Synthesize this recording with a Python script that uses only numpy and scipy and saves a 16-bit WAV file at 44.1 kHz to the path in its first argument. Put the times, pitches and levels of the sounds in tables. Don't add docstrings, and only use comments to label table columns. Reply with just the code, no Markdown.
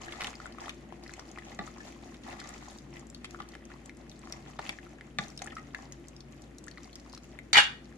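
import sys
import numpy as np
from scipy import signal
from scipy.fft import rfft, irfft
from scipy.io import wavfile

SR = 44100
rng = np.random.default_rng(int(sys.argv[2]) if len(sys.argv) > 2 else 0)


def bounce(signal):
    frames = np.transpose(np.atleast_2d(signal))
    limited = np.clip(frames, -1, 1)
    pcm = np.round(limited * 32767).astype(np.int16)
    wavfile.write(sys.argv[1], SR, pcm)


N = 351477
TIME = np.arange(N) / SR


def from_db(db):
    return 10 ** (np.asarray(db) / 20)


def rms_one(x):
    return x / np.sqrt(np.mean(x ** 2) + 1e-20)


def peak_one(x):
    return x / np.abs(x).max()


def at_hz(points, hz):
    known_hz, values = np.transpose(points)
    return np.interp(np.log(hz + 1e-3), np.log(known_hz), values)


def fade(t, t60):
    return np.exp(-np.log(1000) * t / t60)


def burst(t, rise_s, t60):
    return (1 - np.exp(-t / rise_s)) * fade(t, t60)


def cut(x, hz, kind, order=2):
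    sections = signal.butter(order, min(hz, SR / 2 - 1), kind, fs=SR, output="sos")
    return signal.sosfilt(sections, x)


def resonate(x, hz, width_hz):
    r = np.exp(-np.pi * width_hz / SR)
    top = np.array([1, 0, -1]) * (1 - r * r) / 2
    bottom = [1, -2 * r * np.cos(2 * np.pi * hz / SR), r * r]
    return signal.lfilter(top, bottom, x + 1e-18)


def drift(rate):
    knots = rng.standard_normal(int(rate * N / SR) + 2)
    return rms_one(np.interp(TIME * rate, np.arange(len(knots)), knots))


def add(out, s, sound):
    start = int(s * SR)
    out[:, start:start + sound.shape[-1]] += sound[..., :N - start]


def placed(sound, pan_db, lag_s=.00012):
    lag = rng.standard_normal() * lag_s * SR
    n = np.arange(len(sound))
    pair = []
    for side in (1, -1):
        late = np.interp(n - max(side * lag, 0), n, sound, left=0)
        pair.append(from_db(side * pan_db / 2) * late)
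    return np.array(pair)


def reverberation(x, t60, dull_hz, delay_s):
    t = TIME[:int(t60 * SR) + 2]
    noise = cut(rng.standard_normal((2, len(t))), dull_hz, "low", order=1)
    tail = noise * fade(t, t60) * (t > delay_s)
    return signal.fftconvolve(x, tail / np.sqrt(np.sum(tail ** 2) / 2), axes=1)[:, :N]


# pitch_hz, correlation
MIC_LIKENESS = [(50, 1), (250, 0.93), (600, 0.38), (1100, 0.29), (2200, 0.21), (4500, 0.084),
                (12000, -0.18)]


def coloured(pair, spectrum):
    hz = np.arange(N // 2 + 1) * SR / N
    alike = np.clip(at_hz(MIC_LIKENESS, hz), -1, 1)
    mid, side = rfft(pair) * from_db(at_hz(spectrum, hz))
    both = np.sqrt(1 + alike) * mid + np.sqrt(1 - alike) * side * [[1], [-1]]
    return rms_one(irfft(both, N))


# pitch_hz, relative level_db
RUMBLE_SPECTRUM = [(25, -20.5), (70, -8.5), (100, -7.5), (150, -8.5), (230, -1), (320, -3.5), (400, -10.5),
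                   (600, -14), (1000, -25.5), (2000, -23.5), (6000, -41.5)]
# pitch_hz, width_hz, level_db at the start, change_db_per_s
HOLLOW_TONES = [(138.5, 5, -60.5, 0), (226, 37, -57.5, -0.73), (342.9, 6.8, -56, -1.16)]


def boil(rumble_db=-53.0, surge_db=0.5, tone_surge_db=-0.5, hum_hz=56.4, hum_db=-57.5):
    rumble = coloured(rng.standard_normal((2, N)), RUMBLE_SPECTRUM)
    bed = from_db(rumble_db + surge_db * drift(6.5)) * rumble
    for hz, width_hz, db, db_per_s in HOLLOW_TONES:
        tone = rms_one(resonate(rng.standard_normal(N), hz, width_hz))
        bed = bed + from_db(db + db_per_s * TIME + tone_surge_db * drift(3.08)) * tone
    hum = np.sqrt(2) * np.sin(2 * np.pi * hum_hz * TIME)
    return bed + from_db(hum_db) * hum


# time_s, level_db
SIMMER_LEVEL = [(5.9, -73.5), (6.482, -74), (6.626, -78), (6.818, -69.5), (7.298, -73), (7.9, -73.5)]
# start_s, length_s, squelch level_db, wet fizz level_db
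SPOON_STROKES = [(0.0, 0.26, -52, -56.5), (0.17, 0.032, -52, -58), (0.404, 0.042, -51.5, -63),
                 (0.595, 0.075, -57, -58.5), (1.019, 0.51, -60, -65), (1.611, 0.058, -58, -59.5),
                 (1.76, 0.47, -63.5, -63.5), (2.235, 0.19, -58.5, -62), (2.376, 0.32, -67, -60.5),
                 (2.892, 0.073, -59.5, -68), (3.24, 0.46, -64, -75), (4.197, 0.23, -62.5, -67),
                 (4.588, 0.081, -52.5, -57.5), (5.18, 0.031, -67.5, -54.5), (5.4, 0.13, -59.5, -71),
                 (5.714, 0.13, -62, -69)]


def agitation(simmer_squelch_db=6, simmer_fizz_db=2.5, attack_s=0.015, settle_s=0.72):
    simmer_db = np.interp(TIME, *np.transpose(SIMMER_LEVEL))
    power = from_db([simmer_db + simmer_squelch_db, simmer_db + simmer_fizz_db]) ** 2
    for s, length_s, squelch_db, fizz_db in SPOON_STROKES:
        bite = np.clip((TIME - s) / attack_s, 0, 1)
        swell = bite * fade(np.clip(TIME - s - length_s, 0, None), settle_s)
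        power += (from_db([[squelch_db], [fizz_db]]) * swell) ** 2
    return np.sqrt(power)


def grains(per_s, spread_db, low_hz, high_hz, cycles, count=16):
    born = rng.random((2, N)) < per_s * from_db(4 * drift(14)) / SR
    size_db = spread_db * np.minimum(rng.exponential(1, (2, N)), 4.5)
    sizes = born * from_db(size_db) * rng.choice([-1, 1], (2, N))
    dealt = rng.integers(0, count, (2, N))
    pitches_hz = np.geomspace(low_hz, min(high_hz, SR / 2 - 1), count)
    return rms_one(sum(resonate(sizes * (dealt == k), hz, 2 * hz / cycles)
                       for k, hz in enumerate(pitches_hz)))


# pitch_hz, relative level_db
SQUELCH_SPECTRUM = [(300, -2.5), (600, -0.5), (850, 1), (1250, -4), (1480, -14.5), (1900, -3), (2500, -7),
                    (3400, -12.5), (6000, -41)]
FIZZ_SPECTRUM = [(1800, 10.5), (3000, -1), (4200, 4.5), (5500, 5), (7000, 7), (8500, -5), (11000, -6.5),
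                 (13000, -3.5)]


def stirring(squelch_db=2.5, fizz_db=3.0, wash=0.96, hiss=1.0, ragged_db=2.5):
    squelch_gain, fizz_gain = agitation()
    squelch = grains(per_s=330, spread_db=4.6, low_hz=600, high_hz=3400, cycles=10)
    squelch = squelch + wash * rng.standard_normal((2, N))
    fizz = grains(per_s=350, spread_db=4.3, low_hz=2800, high_hz=12500, cycles=10, count=24)
    fizz = fizz + hiss * rng.standard_normal((2, N))
    swell_db = ragged_db * drift(25)
    low_layer = squelch_gain * from_db(squelch_db + swell_db) * coloured(squelch, SQUELCH_SPECTRUM)
    high_layer = fizz_gain * from_db(fizz_db + swell_db) * coloured(fizz, FIZZ_SPECTRUM)
    return low_layer + high_layer


# pitch_hz, width_hz, level_db
POT_RESONANCES = [(128, 30, 0.5), (207, 30, 7), (295, 45, -1), (386, 35, -2.5), (490, 90, -5),
                  (720, 350, 0), (846, 61, 9.5), (1152, 34, 5.5), (1224, 110, 6), (1458, 50, 0),
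                  (1730, 150, 1), (1950, 102, 7), (2330, 300, -3), (3850, 700, -2), (6800, 2800, -13)]


def pot_body(push):
    return sum((-1) ** k * from_db(db) * resonate(push, hz, width_hz)
               for k, (hz, width_hz, db) in enumerate(POT_RESONANCES))


# start_s, length_s, level_db
SPOON_SCRAPES = [(0.043, 0.29, -53), (1.63, 0.083, -55), (2.23, 0.465, -58.5), (4.604, 0.14, -63)]


def scrapes(slips_per_s=240, slip_spread_db=5, low_hz=750, high_hz=3200, pressure_db=3.5, edge_s=0.052):
    slip_sizes = from_db(slip_spread_db * rng.standard_normal((2, N)))
    slips = (rng.random((2, N)) < slips_per_s / SR) * slip_sizes
    band = cut(cut(slips, low_hz, "high", order=4), high_hz, "low")
    rasp = rms_one(pot_body(band))
    drag = np.zeros(N)
    for s, length_s, db in SPOON_SCRAPES:
        to_edge_s = np.minimum(TIME - s, s + length_s - TIME)
        drag += from_db(db) * np.clip(to_edge_s / edge_s, 0, 1)
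    return drag * from_db(pressure_db * drift(40)) * rasp


# start_s, level_db (before the trim), pitch_hz
FILM_SNAPS = [(0.016, -37, 6300), (0.3531, -36, 4930), (0.463, -41.5, 7300), (0.523, -43.5, 4650),
              (1.036, -39, 5100), (1.077, -42, 5100), (1.1364, -36, 6860), (1.195, -35, 5460),
              (1.3137, -40, 6540), (2.49, -33, 6900), (2.785, -41, 5500), (2.938, -45.5, 5550),
              (2.994, -42, 6900), (3.068, -44.5, 7400), (3.0995, -39, 7200), (3.146, -37, 4450),
              (3.3073, -38.5, 6150), (3.4878, -39, 6160), (3.5184, -45, 4600), (3.5407, -44, 3040),
              (3.6522, -41, 6400), (3.858, -38, 7900), (3.969, -45.5, 7420), (4.0951, -39, 5850),
              (4.1147, -44, 3600), (4.1906, -43, 7400), (4.2971, -40.5, 4800), (4.323, -27, 5450),
              (4.568, -50, 3370), (4.6927, -28.5, 3700), (5.2819, -41, 6250), (5.301, -40, 5500),
              (5.3748, -32.5, 5400), (5.3903, -35, 3800), (5.42, -31.5, 6140), (5.443, -34.5, 7300),
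              (5.464, -35, 7100), (5.501, -46, 3480), (5.553, -42, 5240), (5.922, -32.5, 6630),
              (6.0828, -37, 6800), (6.1637, -38, 5170), (6.205, -39.5, 5170), (6.323, -46, 6100),
              (6.419, -43.5, 7000), (6.5832, -39, 6760), (6.6397, -40, 7100), (6.6653, -41, 7580),
              (6.6815, -38, 6360), (6.7116, -40, 4340), (6.778, -43, 4220), (6.8319, -42.5, 6300),
              (6.843, -41, 4700), (6.9292, -40, 4260), (6.9546, -36, 5560), (6.997, -45, 5200),
              (7.096, -44, 4770), (7.1277, -41, 5200), (7.137, -42.5, 4330), (7.148, -34.5, 5240),
              (7.163, -47, 3400), (7.176, -37.5, 4600)]


def snaps(opening_s=0.0016, tear_s=0.0096, crack=1.18, width=0.24, spray=0.14, spray_hz=5000,
          ring=2.1, ring_width=0.035, trim_db=3.0, left_db=1.2, left_spread_db=-0.5):
    out, t = np.zeros((2, N)), TIME[:SR // 25]
    tick = signal.unit_impulse(len(t), int(opening_s * SR))
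    for s, db, hz in FILM_SNAPS:
        pan_db = left_db + left_spread_db * rng.standard_normal()
        tear = rng.standard_normal(len(t)) * burst(t, opening_s, tear_s) + crack * tick
        snap = resonate(tear, hz, width * hz)
        snap = snap + spray * cut(tear, spray_hz, "high")
        snap = snap + ring * resonate(tick, hz, ring_width * hz)
        add(out, s, from_db(db + trim_db) * placed(peak_one(snap), pan_db))
    return out


def small_plops(per_s=2.5, level_db=-48, spread_db=4, pitch_hz=1170, spread_octaves=0.42, cycles=13):
    times = np.flatnonzero(rng.random(N) < per_s / SR) / SR
    chances = rng.standard_normal((len(times), 2))
    return [(s, level_db + spread_db * size, pitch_hz * 2 ** (spread_octaves * pitch), cycles)
            for s, (size, pitch) in zip(times, chances)]


# start_s, level_db (before the trim), pitch_hz, ring_cycles
BIG_PLOPS = [(0.083, -33, 1740, 18), (0.331, -37.5, 1200, 5.2), (0.401, -34.5, 1330, 10),
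             (0.457, -32, 1460, 15), (0.466, -36.5, 1270, 8), (0.548, -41, 1070, 9),
             (0.584, -35.5, 1213, 19), (0.641, -37.5, 1730, 16), (0.681, -32.5, 1200, 10),
             (0.924, -36.5, 910, 6.5), (1.094, -36, 1610, 10), (1.194, -34.5, 1130, 3.9),
             (1.375, -34, 1150, 7.1), (1.385, -36, 1960, 39), (1.676, -37, 1260, 18),
             (1.804, -40, 1760, 76), (2.288, -42.5, 990, 7.2), (2.416, -35.5, 1410, 4.4),
             (2.458, -40, 810, 9), (2.625, -43, 920, 11), (2.682, -37.5, 930, 9.8), (3.346, -34, 1290, 11),
             (3.359, -45, 1450, 14), (3.389, -43, 1200, 12), (3.402, -30.5, 1234, 15),
             (3.895, -35, 2160, 11), (4.273, -35, 1140, 6.1), (4.592, -26, 860, 15),
             (4.787, -35.5, 1780, 14), (5.01, -35.5, 1960, 7.1), (5.419, -34, 795, 15),
             (5.46, -40.5, 1370, 13), (5.473, -35, 1780, 30), (5.52, -40, 1900, 68), (5.527, -45, 1300, 41),
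             (5.567, -32.5, 1316, 37), (5.578, -42, 1930, 150), (5.581, -41.5, 1260, 82),
             (5.747, -24.5, 1760, 15), (6.672, -42, 1460, 15), (6.681, -37.5, 1810, 25),
             (6.774, -37.5, 1970, 23), (6.782, -42, 1190, 12), (7.135, -40, 970, 5.8),
             (7.174, -45, 1300, 14), (7.389, -30.5, 2070, 11)]


def plops(rise=0.064, opening_s=0.0007, wet_db=-13, pop=1.64, pop_width=0.43, trim_db=1.0,
          left_db=3, left_spread_db=2):
    out, t = np.zeros((2, N)), TIME[:SR // 16]
    cap = signal.unit_impulse(len(t), int(opening_s * SR))
    for s, db, hz, cycles in BIG_PLOPS + small_plops():
        pan_db = left_db + left_spread_db * rng.standard_normal()
        life_s = cycles / hz
        glide = 1 + rise * (np.minimum(t / life_s, 1) - .25)
        tone = np.sin(2 * np.pi * hz * np.cumsum(glide) / SR)
        wet = rms_one(resonate(rng.standard_normal(len(t)), hz, hz))
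        plop = (tone + from_db(wet_db) * wet) * burst(t, opening_s, life_s)
        plop = plop + pop * resonate(cap, hz, pop_width * hz)
        add(out, s, from_db(db + trim_db) * placed(peak_one(plop), pan_db))
    return out


def trapped_air(t, hz, length_s, spread_octaves=0.58, cycles=18.0, rise=0.14, count=7):
    out = 0
    for when, pitch, size in rng.random((count, 3)):
        age = np.maximum(t - when * length_s, 0)
        bubble_hz = hz * 2 ** (spread_octaves * (2 * pitch - 1))
        life_s = cycles / bubble_hz
        chirp = np.sin(2 * np.pi * bubble_hz * age * (1 + rise * age / life_s))
        out = out + size * chirp * fade(age, life_s)
    return peak_one(out)


# start_s, level_db (before the trim), pitch_hz, length_s
STEW_SPLATS = [(0.122, -21.5, 2400, 0.027), (0.207, -17, 2230, 0.017), (0.2175, -14.5, 2170, 0.022),
               (0.226, -25, 1700, 0.019), (0.236, -23, 3800, 0.016), (0.244, -15, 2770, 0.0176),
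               (0.269, -17.5, 3030, 0.023), (0.658, -25.5, 2280, 0.016), (0.693, -18.5, 2510, 0.018),
               (0.703, -27, 2610, 0.014), (1.386, -34, 2310, 0.015), (2.143, -32, 2280, 0.022),
               (2.235, -35, 3400, 0.031), (2.275, -34, 1490, 0.035), (2.396, -31, 3500, 0.014),
               (2.4, -23.5, 4560, 0.02), (3.244, -23.5, 2400, 0.025), (3.419, -33, 3200, 0.03),
               (3.253, -27.5, 3160, 0.02), (3.551, -24, 1700, 0.01), (4.67, -31, 2730, 0.03),
               (4.692, -11, 2400, 0.016), (5.418, -20, 2060, 0.0081), (5.748, -34, 3600, 0.012)]


def splats(landing_s=0.0012, crack=4.2, width=0.46, spray=0.12, air_db=-15, air_pitch=0.6,
           air_delay=0.5, trim_db=-5, pan_db=0.0):
    out, t = np.zeros((2, N)), TIME[:SR // 12]
    tick = signal.unit_impulse(len(t), int(landing_s * SR))
    for s, db, hz, length_s in STEW_SPLATS:
        slap = rng.standard_normal(len(t)) * burst(t, landing_s, length_s) + crack * tick
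        slap = cut(resonate(slap, hz, width * hz) + spray * slap, 10300, "low")
        air = trapped_air(t, air_pitch * hz, air_delay * length_s)
        splat = peak_one(slap) + from_db(air_db) * air
        add(out, s, from_db(db + trim_db) * placed(splat, pan_db))
    return out


# start_s, level_db, hardness_hz, scuff_s
POT_BUMPS = [(1.5896, -24, 2800, 0.025), (1.597, -33, 150, 0.091), (1.611, -32.5, 150, 0.052),
             (3.401, -34, 1490, 0.028), (4.5892, -27.5, 1700, 0.041), (5.186, -17, 5500, 0.015),
             (5.191, -32.5, 150, 0.19)]


def bumps(scuff=0.14, pan_db=0.0):
    out, t = np.zeros((2, N)), TIME[:SR // 5]
    for s, db, hard_hz, scuff_s in POT_BUMPS:
        rub = scuff * rng.standard_normal(len(t)) * fade(t, scuff_s)
        push = cut(signal.unit_impulse(len(t)) + rub, hard_hz, "low", order=1)
        add(out, s, from_db(db) * placed(peak_one(pot_body(push)), pan_db))
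    return out


# start_s, level_db, pitch_hz, relative bandwidth, length_s
SPOON_CONTACTS = [(7.5298, -6, 6400, 0.21, 0.029), (7.5303, -9.5, 2120, 0.78, 0.03),
                  (7.5305, -4, 4420, 0.052, 0.028), (7.543, -12, 1760, 0.59, 0.061),
                  (7.546, -14, 3450, 0.15, 0.044), (7.554, -4.5, 1990, 0.27, 0.046),
                  (7.568, 0, 2210, 0.34, 0.036), (7.576, -3.5, 3370, 0.46, 0.049),
                  (7.583, -5, 1630, 0.21, 0.068), (7.591, -14.5, 3070, 1, 0.1),
                  (7.604, -13.5, 2620, 0.43, 0.024), (7.633, -22, 2820, 0.84, 0.056)]
# pitch_hz, width_hz, level_db
REST_RESONANCES = [(846, 30, 12), (910, 35, 0), (965, 35, 1), (1030, 45, -3), (1195, 25, 0), (1250, 30, -1),
                   (1305, 28, 2), (1350, 35, -1), (1435, 25, -3), (1505, 32, 0), (1560, 35, -2),
                   (1645, 45, 1), (1732, 26, 1), (1790, 30, -5), (1840, 26, -1), (1875, 26, 1),
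                   (1928, 25, -2), (2000, 30, -5), (2055, 30, -4), (2135, 30, -4), (2217, 36, 2),
                   (2303, 30, 1), (2425, 32, 1.5), (2515, 18, -1), (2756, 12, 5), (2825, 18, -1),
                   (2873, 22, 4), (2906, 22, 7), (3060, 50, -6), (3270, 24, 0), (3325, 24, 3),
                   (3395, 26, 3), (3485, 22, 1), (3540, 22, 2), (3615, 20, 2), (3743, 20, 1), (3805, 24, 3),
                   (4090, 26, -4), (4160, 22, -1), (4265, 20, -1), (4320, 24, -2), (4523, 30, 2),
                   (4660, 36, -2), (4790, 28, -3), (4895, 32, -2), (5130, 35, -4), (5345, 30, -4),
                   (5560, 50, -6), (5740, 30, -6), (5910, 45, -4), (6312, 20, 2), (6490, 60, -6),
                   (6790, 70, -2), (6950, 50, -6), (7115, 40, -3), (8280, 70, -4), (8770, 60, -9),
                   (9190, 40, -7), (10400, 220, -6), (11250, 150, -9)]
# pitch_hz, correlation
REST_MIC_LIKENESS = [(950, 0.77), (1220, -0.42), (1480, -0.35), (1660, 0.38), (2300, 0.65), (2900, 0.41),
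                     (3200, -0.56), (3850, -0.7), (4150, 0.25), (4900, 0.27), (5200, -0.3), (6400, -0.48),
                     (7000, 0.3)]


def clatter(rise_s=0.00095, ring_db=-0.76, wood_db=-31, thud_db=-27, thud_hz=400, centre_hz=1100,
            pan_db=1.6, pan_db_per_octave=-1.3, landing_s=7.582, landing_db=14.5, landing_hz=1000):
    force, t = np.zeros((2, N)), TIME[:SR // 8]
    for s, db, hz, bandwidth, length_s in SPOON_CONTACTS:
        buzz = rms_one(resonate(rng.choice([-1., 1.], (2, len(t))), hz, bandwidth * hz))
        add(force, s, from_db(db) * buzz * burst(t, rise_s, length_s))
    weight = signal.unit_impulse(N, int(landing_s * SR)) + 1e-18
    landing = from_db(landing_db) * cut(weight, landing_hz, "low", order=4)
    ring, together, opposed = 0, force[0], force[1] * [[1], [-1]]
    for hz, width_hz, db in REST_RESONANCES:
        left_db = pan_db + pan_db_per_octave * np.log2(hz / centre_hz)
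        alike = np.clip(at_hz(REST_MIC_LIKENESS, hz), -1, 1)
        drive = np.sqrt((1 + alike) / 2) * (together + landing) + np.sqrt((1 - alike) / 2) * opposed
        gain = from_db([[db + left_db / 2], [db - left_db / 2]])
        ring = ring + gain * resonate(drive, hz, width_hz)
    thud = cut(cut(np.cumsum(together), 87, "high"), thud_hz, "low", order=4)
    contact = from_db(ring_db) * ring + from_db(wood_db) * force
    return cut(contact, 11700, "low", order=8) + from_db(thud_db) * thud


def scene():
    stew = plops() + snaps() + splats() + bumps() + scrapes() + stirring()
    stew = stew + from_db(-10.0) * reverberation(stew, t60=.05, dull_hz=6300, delay_s=0.0013)
    stew = stew + from_db(-19.5) * reverberation(stew, t60=0.27, dull_hz=5500, delay_s=0.013)
    spoon = clatter()
    spoon = spoon + from_db(-14.0) * reverberation(spoon, t60=.32, dull_hz=8100, delay_s=0.01)
    left_db = 2.5
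    return (stew + boil()) * from_db([[left_db / 2], [-left_db / 2]]) + spoon


def record(dry, cutoff_hz=14900):
    dulled = cut(np.tanh(dry), 11220, "low", order=4)
    return signal.sosfilt(signal.cheby2(12, 70, cutoff_hz, fs=SR, output="sos"), dulled)


dry = scene()
out = record(dry)
bounce(out)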